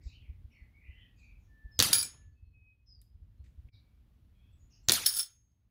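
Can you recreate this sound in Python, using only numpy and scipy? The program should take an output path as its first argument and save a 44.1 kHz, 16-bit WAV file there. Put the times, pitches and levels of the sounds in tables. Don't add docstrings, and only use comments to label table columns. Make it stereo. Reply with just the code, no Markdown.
import sys
import numpy as np
from scipy import signal
from scipy.fft import rfft, irfft, next_fast_len
from scipy.io import wavfile
from scipy.ndimage import uniform_filter1d, map_coordinates

SR = 44100
rng = np.random.default_rng(int(sys.argv[2]) if len(sys.argv) > 2 else 0)


def volts_from_decibels(level):
    exponent = np.asarray(level, float) / 20
    return 10 ** exponent


def put_to_file(sound):
    columns = np.atleast_2d(sound).T
    safe = np.clip(columns, -1, 1)
    whole_steps = np.round(safe * 32767)
    wavfile.write(sys.argv[1], SR, whole_steps.astype(np.int16))


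N = 251370
T = np.arange(N) / SR


def unit(x):
    return x / np.sqrt(np.mean(x ** 2) + 1e-20)


def along(points, hz):
    f, v = np.transpose(points)
    return np.interp(np.log(hz + 1), np.log(f + 1), v)


def level(rows):
    s, db = np.transpose(rows)
    return volts_from_decibels(np.interp(T, s, db, left=-200, right=-200))


def pan(db):
    return volts_from_decibels([[db / 2], [-db / 2]])


def add(out, s, x):
    i = round(s * SR)
    out[:, i:i + x.shape[1]] += x[:, :N - i]


def filtered(x, response):
    n = x.shape[-1]
    m = next_fast_len(n + 8192)
    return irfft(rfft(x, m) * response(np.fft.rfftfreq(m, 1 / SR)), m)[..., :n]


def peak(hz, width_hz):
    return lambda f: 1j * f * width_hz / (hz * hz - f * f + 1j * f * width_hz)


def rush(spectrum, alike, size=N):
    def shape(hz):
        turn = np.arccos(np.clip(along(alike, hz), -1, 1)) / 2
        return volts_from_decibels(along(spectrum, hz)) * [np.cos(turn), np.sin(turn)]

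    mid, side = filtered(rng.standard_normal((2, size)), shape)
    return unit(np.array([mid + side, mid - side]))


# pitch_hz, t60_s
YARD_DECAY = [(100, .7), (500, 0.5), (2000, 0.62), (5000, 0.41), (10000, 0.34), (16000, 0.32)]


def tail(spectrum, stretch, bass=1):
    noise = rush(spectrum, [(60, 0.51), (300, .62), (1400, 0.0065)], size=SR)
    hz, t, z = signal.stft(noise, SR, nperseg=256)
    low_stretch = bass ** (1 / (1 + (hz / 900) ** 2))
    t60 = stretch * low_stretch * along(YARD_DECAY, hz)
    fall_db = 60 * t / t60[:, None] + 16 * (t / 0.55) ** 3
    patches = uniform_filter1d(rng.standard_normal(z.shape), size=3, axis=1)
    patches = uniform_filter1d(patches, size=5, axis=2)
    return signal.istft(z * volts_from_decibels(4.6 * unit(patches) - fall_db), SR, nperseg=256)[1][:, :SR]


def in_room(x, room):
    return signal.fftconvolve(x, room / np.linalg.norm(room[0]), axes=1)[:, :N]


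# pitch_hz, left_right_db
SHADOW = [(500, 2), (3500, 3), (5500, -3), (10000, -5), (14000, 4)]


def shaded(x):
    return filtered(x, lambda hz: volts_from_decibels(along(SHADOW, hz) * [[.5], [-.5]]))


def crack(left_db, left_hz, right_db, right_hz, bright_db):
    t = np.arange(400) / SR
    hz = np.array([[left_hz], [right_hz]])
    snap = np.sin(2 * np.pi * hz * t) * volts_from_decibels(5.5 - 60 * t / 0.0012) * (1 - np.exp(-t / .00008))
    snap -= 0.44 * np.roll(snap, 17, axis=1)
    spit = volts_from_decibels(bright_db + 2 - 60 * t / 0.00088) + volts_from_decibels(bright_db - 10.5 - 60 * t / .016)
    hissing = np.diff(rng.standard_normal((2, len(t) + 1))) * .7
    return volts_from_decibels([[left_db], [right_db]]) * (snap + spit * hissing)


ECHO_S = .009


def air(s):
    echo, end = s + ECHO_S, s + .024
    times = [s - 0.004, s, echo - .002, echo + .001, end, end + .015]
    levels_db = -24 + np.array([-36.5, 0, -4.5, -0.5, -.4, -41.5])
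    return level(list(zip(times, levels_db)))


# muzzle_s, pellet_flight_s, level_db, left_right_db, echo_length_share
SHOTS = [
    (1.7919, .0328, 0, -1, 1.03),
    (4.8865, .0334, -1.5, -2, 1.03),
]
# left_db, left_hz, right_db, right_hz, bright_db
CRACKS = [
    (-4.5, 4100, 1, 6000, -10.5),
    (-1, 4600, 2, 5040, -12),
    (-4.5, 5200, -5.5, 3300, 0),
]
YARD_BASS = [
    1.35,
    .7,
]
ECHO_LATE_S = [
    .0004,
    0,
]
# pitch_hz, level_db, t60_s
ECHO_RING = (4000, -17, .025)
# pitch_hz, level_db, t60_s
THUD = (510, -33, 0.05)
# pitch_hz, level_db
BLAST_COLOUR = [(45, -42.5), (80, 1), (500, -6), (788, -16.5), (1900, -4), (2390, -5), (4120, -3),
                (6610, -8), (7980, -11.5), (15100, -17.5), (17000, -41)]
# pitch_hz, level_db
YARD_COLOUR = [(45, -43.5), (80, -5), (314, -11), (450, -13.5), (1330, -9), (1980, -10.5), (2960, -5.5),
               (3570, -2), (6010, -3.5), (8170, -8.5), (10400, -1.5), (15100, -11), (17000, -47.5)]


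def rifle():
    out, t = np.zeros((2, N)), np.arange(SR // 5)[None] / SR
    for (s, flight, db, side_db, stretch), bass, late in zip(SHOTS, YARD_BASS, ECHO_LATE_S):
        echo = ECHO_S + late
        for delay, snap in zip((0, echo, flight), CRACKS):
            add(out, s + delay, volts_from_decibels(db) * pan(side_db) * crack(*snap))

        push = volts_from_decibels(-27.5 + 0.35 * db - 60 * t / 0.11) * np.sin(2 * np.pi * 97 * t)
        add(out, s - .0015, push * pan(0))

        yard = shaded(tail(YARD_COLOUR, stretch, bass))
        add(out, s + flight, volts_from_decibels(-25 + 0.25 * db) * pan(-2.5) * yard)

        hz, ring_db, t60 = ECHO_RING
        corner = np.sin(2 * np.pi * hz * t + 1.5 * np.sin(3000 * t))
        add(out, s + echo, volts_from_decibels(ring_db - 60 * t / t60) * corner * pan(side_db))

    hz, db, t60 = THUD
    thud = volts_from_decibels(db - 60 * t / t60) * np.sin(2 * np.pi * hz * t)
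    add(out, SHOTS[1][0] + ECHO_S, thud * pan(-1.5))
    rushing = rush(BLAST_COLOUR, [(60, 0.92), (400, 0.89), (1500, 0.062)])
    return out + rushing * sum(air(s) for s, *_ in SHOTS) * pan(-.8)


# peak_s, level_db, rise_39db_s, fall_db_per_s
SWINGS = [
    (1.93, -21, -0.0086, 287),
    (5.064, -27, 0.02, 380),
    (5.201, -30, 0.3052, 620),
    (5.3, -73.5, 0.2, 154),
]


def chatter():
    return sum(level([(s - rise, db - 39), (s, db), (s + .3, db - .3 * fall)])
               for s, db, rise, fall in SWINGS)


SECOND_PADDLE_S = 3.7
RINGING = np.flatnonzero((T > 1.8) & (T < 3.3) | (T > 4.9))


def ring(force, hz, t60):
    poles = volts_from_decibels(-60 / (np.array(t60) * SR)) * np.exp(2j * np.pi * hz / SR)
    paddles = np.split(force, [np.sum(T[RINGING] < 4)])
    swing = np.concatenate([signal.lfilter([1], [1, -p], f) for p, f in zip(poles, paddles)])
    turn = np.exp(1j * 0.54 * rng.standard_normal((2, 1)))
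    knots = rng.standard_normal(400)
    rocking = np.interp(T[RINGING] * 55, np.arange(len(knots)), knots)
    flutter = volts_from_decibels(1.5 - 2.9 * np.abs(rocking))
    return (swing * flutter * turn).imag * pan(-4 + 2.2 * rng.standard_normal())


# pitch_hz, first_paddle_db, second_paddle_db, first_t60_s, second_t60_s
STEEL = [(1680, -22.5, -23.5, 0.095, .05), (2375, -20.5, -34.5, 0.15, .1), (3410, -22, -38, .22, .1),
         (3490, -34, -20.5, 0.15, .17), (4670, -10.5, -12, 0.073, 0.087), (4780, -1.5, -12, 0.12, .09),
         (5345, -19.5, -8, .2, 0.12), (5800, -13, -19.5, 0.058, .058), (6450, -17.5, -21, 0.4, 0.58),
         (6640, -22.5, -25, .25, .15), (6900, -18, -22, .35, 0.32), (8102, -17, -12.5, 0.11, 0.069),
         (8056, -14.5, -18.5, .17, 0.17), (9500, -17, -15, .15, 0.1), (10150, -11, -11.5, 0.17, .1),
         (10340, -7.5, -8, 0.25, .1), (10420, -8, -7.5, 0.16, 0.18), (11500, -18.5, -16, 0.11, .08),
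         (11790, -15.5, -12, 0.077, .075), (12130, -16.5, -17.5, 0.074, .07),
         (13755, -8.5, -11.5, 0.08, .055), (13840, -13, -12, 0.094, .1), (15140, -9.5, -5.5, .11, .065),
         (15600, -17, -15.5, .12, .07), (5330, -13.5, -28, 0.25, .1), (1375, -21.5, -25, .08, 0.054),
         (3200, -15, -19.5, 0.069, 0.11), (3665, -14.5, -21.5, .07, .07), (4088, -15, -26, .07, .07),
         (7600, -15, -20.5, 0.054, .05), (8300, -19.5, -10.5, .04, .04)]
# start_s, pitch_hz, blow_db
GRAZES = [(1.946, 15190, -24), (1.983, 13755, -25), (2.02, 13755, -32.5), (1.983, 8040, -31),
          (2.002, 8040, -36), (2.028, 8050, -27.5), (1.99, 5300, -27), (2.01, 5300, -30.5),
          (2.05, 5300, -43.5), (2.032, 10470, -38), (1.998, 7400, -35.5), (2.035, 6860, -32),
          (2.03, 2380, -33), (5.062, 5340, -28.5), (5.074, 8040, -26.5), (5.138, 5340, -30.5),
          (5.197, 5340, -30), (5.171, 10470, -38), (5.193, 10160, -26), (5.168, 15190, -34),
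          (5.165, 13850, -28), (5.14, 6465, -32), (5.08, 4792, -20), (5.175, 8030, -27.5)]


def steel_modes(at, blow_db, tilt_db, loose):
    out = np.zeros((2, N))
    scrape_s = .0012
    step = np.arange(round(scrape_s * SR)) / (scrape_s * SR)
    scrape = np.sin(np.pi * step) / np.sin(np.pi * step).sum()
    grit = loose * (rng.random(N) < 1500 / SR) * volts_from_decibels(1.7 * rng.standard_normal(N))
    for hz, first_db, second_db, first_t60, second_t60 in STEEL:
        force = np.zeros(N)
        for s, graze_hz, db in GRAZES:
            force[round(s * SR)] = volts_from_decibels(db) * (abs(graze_hz / hz - 1) < .012)

        hit_db = blow_db - 4.0 + tilt_db * np.log2(hz / 7000) + 1.9 * rng.standard_normal(len(at))
        force[at] += volts_from_decibels(hit_db) * rng.choice([-1, 1], len(at))
        force = np.convolve(force, scrape * np.exp(2j * np.pi * hz * scrape_s * step))[:N]
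        force = force + grit * volts_from_decibels(-17) * rng.standard_normal(N)
        force = (force * volts_from_decibels(np.where(T > SECOND_PADDLE_S, second_db, first_db)))[RINGING]

        out[:, RINGING] += ring(force, hz, (first_t60, second_t60))
        twin_hz = hz * (1 + 0.015 * rng.standard_normal())
        out[:, RINGING] += volts_from_decibels(6.5) * ring(force, twin_hz, [0.26 * first_t60, 0.26 * second_t60])
    return out


# start_s, level_db
SPIKES = [
    (4.9196, -8),
    (1.9318, -9.5),
    (5.0615, -19),
    (5.1931, -30.5),
    (5.262, -49),
]
# pitch_hz, level_db
CLICK = [(500, -31.5), (1500, -8.5), (3000, -4.5), (5000, 5.5), (8000, -1), (11000, -5), (15500, -6.5),
         (17000, -43)]
# pitch_hz, level_db
GAPS = [(2700, -5), (7400, -5), (8900, -9), (12700, -8), (14500, -9)]


def contact_clicks(at, click_db, loose):
    t = np.arange(900) / SR
    clicks = volts_from_decibels(-9.0) * loose * rng.standard_normal((2, N))
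    for s, db in zip(at / SR, click_db):
        shape = volts_from_decibels(db - 3.0 - 60 * t / 0.02) * (1 - np.exp(-t / 0.0002))
        shared = 0.99 * rng.standard_normal(len(t))
        add(clicks, s, shape * (shared + rng.standard_normal((2, len(t)))))
    for s, db in SPIKES:
        add(clicks, s, volts_from_decibels(db - 60 * t / .0012) * rng.standard_normal((2, len(t))))

    thicket = rng.standard_normal(200)

    def frame(hz):
        small_modes_db = 4.3 * np.interp(hz / 130, np.arange(len(thicket)), thicket)
        gaps_db = sum(db * np.exp(-((hz - gap_hz) / 350) ** 2) for gap_hz, db in GAPS)
        return volts_from_decibels(along(CLICK, hz) + small_modes_db - 2 + gaps_db)

    return filtered(clicks, frame) * pan(-2.5)


# start_s, blow_db, click_db
PELLETS = [
    (1.8248, -32.5, -30.5),
    (4.9197, -28, -16),
    (4.9348, -34.5, -20),
]
# start_s, blow_db, click_db
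KNOCKS = [(1.9296, -20, -17), (1.9315, -30, -8.5), (1.942, -32, -30), (1.952, -28.5, -28),
          (1.983, -30, -31), (1.998, -40, -29.5), (2.012, -41, -28), (2.0275, -35, -31),
          (2.038, -45.5, -33.5), (2.051, -50, -46), (2.076, -65, -46), (5.0606, -25.5, -23),
          (5.064, -22.5, -16), (5.074, -34, -27.5), (5.088, -29.5, -34), (5.1386, -40, -33),
          (5.167, -34.5, -37), (5.171, -36.5, -35.5), (5.1923, -31.5, -26.5), (5.21, -59, -32),
          (5.23, -47, -33.5), (5.262, -76, -47), (5.518, -99, -81)]


def target():
    when, blow_db, click_db = np.transpose(PELLETS + KNOCKS)
    at = np.round(when * SR).astype(int)
    tilt_db = np.where(when > SECOND_PADDLE_S, 1, 0) + 0.13 * (blow_db + 27.0)
    tilt_db[:len(PELLETS)] = 4.5
    loose = chatter()
    out = steel_modes(at, blow_db, tilt_db, loose) + contact_clicks(at, click_db, loose)
    room = tail([(100, 0.5), (16000, -0.5)], stretch=0.54)
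    return out + volts_from_decibels(-9.0) * in_room(out, room)


# start_s, level_db, pitch_hz, t60_s
TICKS = [(3.015, -54, 6900, 0.0081), (3.016, -49, 11500, 0.0083), (3.0164, -62, 3540, 0.045),
         (3.017, -65, 1900, 0.023), (3.46, -63, 1997, 0.077), (3.462, -69, 3600, .08),
         (3.38, -78, 6000, 0.018), (3.44, -74, 6960, 0.41), (3.44, -64.5, 2170, 0.28),
         (3.441, -72, 4170, 0.29), (3.687, -55, 2370, 0.027)]


def ticks():
    out, t = np.zeros((2, N)), np.arange(SR // 4) / SR
    for s, db, hz, t60 in TICKS:
        fall = volts_from_decibels(-60 * t / t60) + volts_from_decibels(-23 - 60 * t / 0.28)
        burst = fall * rng.standard_normal((2, len(t)))
        resonance = peak(hz, .45 * hz)
        add(out, s, volts_from_decibels(db + 4.0) * filtered(burst, lambda f: resonance(f) ** 2))
    return out


# start_s, length_s, from_hz, to_hz, level_db
WARBLES = [(0, 0.062, 1925, 2210, -74), (0.066, .17, 2353, 3250, -66), (0.216, 0.089, 2590, 2004, -66.5),
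           (0.497, .16, 2617, 1714, -66), (0.726, 0.21, 2196, 2527, -66), (0.794, 0.33, 2088, 1845, -66),
           (0.838, 0.26, 2620, 3356, -65), (0.905, 0.24, 2260, 2790, -77), (1.159, 0.22, 2512, 2381, -67),
           (3.68, 0.051, 2303, 2290, -72), (3.714, .28, 2294, 2320, -87.5), (4.327, 0.21, 2315, 2689, -80),
           (4.328, 0.27, 3216, 3500, -81.5), (4.699, 0.1, 2620, 2930, -77.5)]
# start_s, length_s, from_hz, to_hz, level_db
CHIPS = [(0.486, 0.11, 5530, 5250, -82), (0.506, 0.058, 5780, 5680, -83), (0.53, 0.1, 4480, 4280, -84),
         (1.172, .15, 4730, 4480, -80), (1.712, 0.15, 5270, 4750, -63), (2.318, 0.056, 4500, 4400, -86.5),
         (2.421, 0.16, 4304, 4210, -92), (2.86, 0.14, 5210, 4780, -64.5), (2.93, 0.084, 4830, 4500, -70.5),
         (2.983, 0.16, 5055, 5010, -84), (3.376, 0.064, 4120, 4270, -88.5), (4.516, 0.078, 8020, 7600, -87),
         (4.577, 0.084, 6750, 6940, -75.5), (4.745, 0.049, 6530, 6530, -77),
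         (4.832, 0.065, 7470, 7360, -73)]
# start_s, length_s, pitch_hz, level_db
WHISTLES = [
    (1.475, 0.33, 1775, -67),
    (2.002, 0.34, 1759, -78),
    (2.344, 0.28, 2593, -83.5),
    (2.518, 0.32, 2549, -70),
]
# start_s, length_s, pitch_hz, level_db
RASPS = [(0.012, 0.18, 4680, -66.5), (0.017, .15, 5700, -76.5), (0.021, 0.14, 7100, -81.5),
         (1.152, .16, 7030, -85.5), (1.16, 0.14, 4560, -82), (1.366, 0.16, 6770, -90.5),
         (2.859, 0.064, 5626, -75), (3.707, 0.07, 5060, -73.5), (3.714, 0.066, 4450, -71),
         (4.699, 0.091, 5850, -72.5)]


def notes():
    rows = []
    for s, length, a, b, db in WARBLES:
        rows.append((s, length, a, b, 65.4 + 0.022 * abs(b - a) / length, db, 0))
    for s, length, a, b, db in CHIPS:
        rows.append((s, length, a, b, 45 * (a / 5000) ** 3, db, -2.5))
    for s, length, hz, db in WHISTLES:
        rows.append((s, length, hz, hz - 93 * length, 9.4, db, -7))
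    for s, length, hz, db in RASPS:
        rows.append((s, length, hz, hz * (1 - 0.14), hz * .08, db, -5 * (hz / 1000 - 3.6)))
    return rows


def birds():
    near, far = np.zeros((2, 2, N))
    for s, length, from_hz, to_hz, warble_hz, db, side_db in notes():
        u = np.arange(round(length * SR)) / (length * SR)
        knots = rng.standard_normal(300)
        waver = map_coordinates(knots, [u * length * 420])
        hz = from_hz + (to_hz - from_hz) * u + warble_hz * waver
        breath_db = 3 * map_coordinates(knots[::-1], [u * length * 25])
        swell = np.sin(np.pi * u ** .7)
        note = volts_from_decibels(db + breath_db) * pan(side_db) * swell * np.sin(2 * np.pi * np.cumsum(hz) / SR)
        wet = np.clip(0.53 + warble_hz / 150, 0, .9)
        add(near, s, note * np.sqrt(1 - wet ** 2))
        add(far, s, note * wet)
    room = tail([(1000, 0.0035), (9000, 0.0013)], stretch=0.63)
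    return volts_from_decibels(2.0) * near + volts_from_decibels(4.0) * in_room(far, room)


# peak_s, peak_db, pitch_hz
THUMPS = [(0.07, -27, 59), (0.18, -51, 63), (0.243, -47.5, 64), (0.302, -29.5, 60.5), (0.393, -40, 83),
          (0.453, -34, 65), (0.628, -41.5, 60.6), (0.896, -34, 62), (1.398, -46, 51.6), (1.499, -45, 77.4),
          (1.658, -32, 56), (2.018, -45, 84), (2.435, -40.5, 72), (2.983, -45.5, 76), (3.156, -41, 57.5),
          (3.228, -37, 68.9), (3.336, -48, 68.9), (3.409, -34.5, 69.1), (3.591, -37, 70),
          (3.656, -38, 68.6)]
# peak_s, peak_db, pitch_hz
RIGHT_THUMPS = [
    (1.922, -47.5, 88.9),
    (2.285, -41, 73.6),
]


def puffs():
    out, t = np.zeros((2, N)), np.arange(-2600, 2600) / SR
    breath = [(120, -6), (200, 1.0), (500, -17.5), (1000, -24.5), (2000, -50.5)]
    edge = rush(breath, [(100, 0.0011)])[0]
    lee_db = 29
    sided = [(*row, lee_db) for row in THUMPS] + [(*row, -lee_db / 2) for row in RIGHT_THUMPS]
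    for s, db, hz, side_db in sided:
        rock = np.exp(-(t / 0.011) ** 2) * np.cos(2 * np.pi * hz * t + rng.uniform(-1.6, 1))
        rock += volts_from_decibels(-30.5) * np.exp(-(t / .01) ** 2) * edge[round(s * SR):][:len(t)]
        add(out, s + t[0], volts_from_decibels([[db + min(side_db, 0)], [db - max(side_db, 0)]]) * rock)
    return out


# time_s, level_db
BUFFET = [(0.0, -52.5), (0.3, -62), (0.46, -62.5), (1.19, -63.5), (1.86, -61.5), (2.02, -64), (2.49, -61),
          (2.71, -71), (3.35, -58.5), (3.52, -56.5), (3.67, -61), (4.37, -64.5), (4.9, -63), (5.4, -73.5),
          (5.7, -72.5)]
# pitch_hz, level_db
RUMBLE = [(15, -49), (25, -17.5), (43, 0), (65, -0.5), (114, -5), (152, -20), (500, -42.5), (650, -58),
          (1100, -120)]
# pitch_hz, level_db
HISS = [(90, -29.5), (150, -2.5), (246, -4), (400, -17), (800, -20.5), (2300, -25.5), (3300, -26),
        (6500, -35), (8500, -38), (10500, -33), (15000, -32), (17000, -44.5)]
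# pitch_hz, likeness
ALIKE = [(60, 0.8), (240, 0.53), (950, -0.15), (3770, 0.011), (15000, -0.29)]
# time_s, level_db
GAIN = [(0, 3), (1.79, 2.5), (1.83, -1.5), (2.8, -7), (3.4, 0), (3.67, 3), (3.75, 1.5), (4.88, 2),
        (4.92, -8), (5.7, -6.5)]


def wind():
    lumps = volts_from_decibels(2.7 * np.array([map_coordinates(k, [T * 12]) for k in rng.standard_normal((2, 80))]))
    rumble = unit(lumps * rush(RUMBLE, [(40, 1.0), (130, 0.68), (300, .6)]))
    rumble = volts_from_decibels(3.0) * pan(3.9) * level(BUFFET) * rumble
    return rumble + volts_from_decibels(-75.5) * level(GAIN) * rush(HISS, ALIKE)


def scene():
    return rifle() + shaded(target()) + ticks() + birds() + puffs() + wind()


def top_cut(x):
    return signal.sosfilt(signal.butter(12, 17150, fs=SR, output="sos"), x)


# pitch_hz, level_db
TOP = [(15750, 0), (16000, -40)]
# pitch_hz, level_db
EDGE = [(16700, -6), (17000, -40), (17100, -90)]


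def record(dry):
    dip = volts_from_decibels(-22 * np.exp(-((T - 3.713) / 0.016) ** 2))
    x = dry * dip
    x = x / (1 + np.abs(x / .99) ** 6) ** (1 / 6)
    low = filtered(x, lambda hz: volts_from_decibels(along(TOP, hz)))
    high = filtered(x - low, lambda hz: volts_from_decibels(along(EDGE, hz)))
    power = np.abs(uniform_filter1d(high ** 2, size=400)) ** 2
    opening = power / (power + volts_from_decibels(-38.0) ** 4)
    return top_cut(low + high * opening)


dry = scene()
out = record(dry)
put_to_file(out)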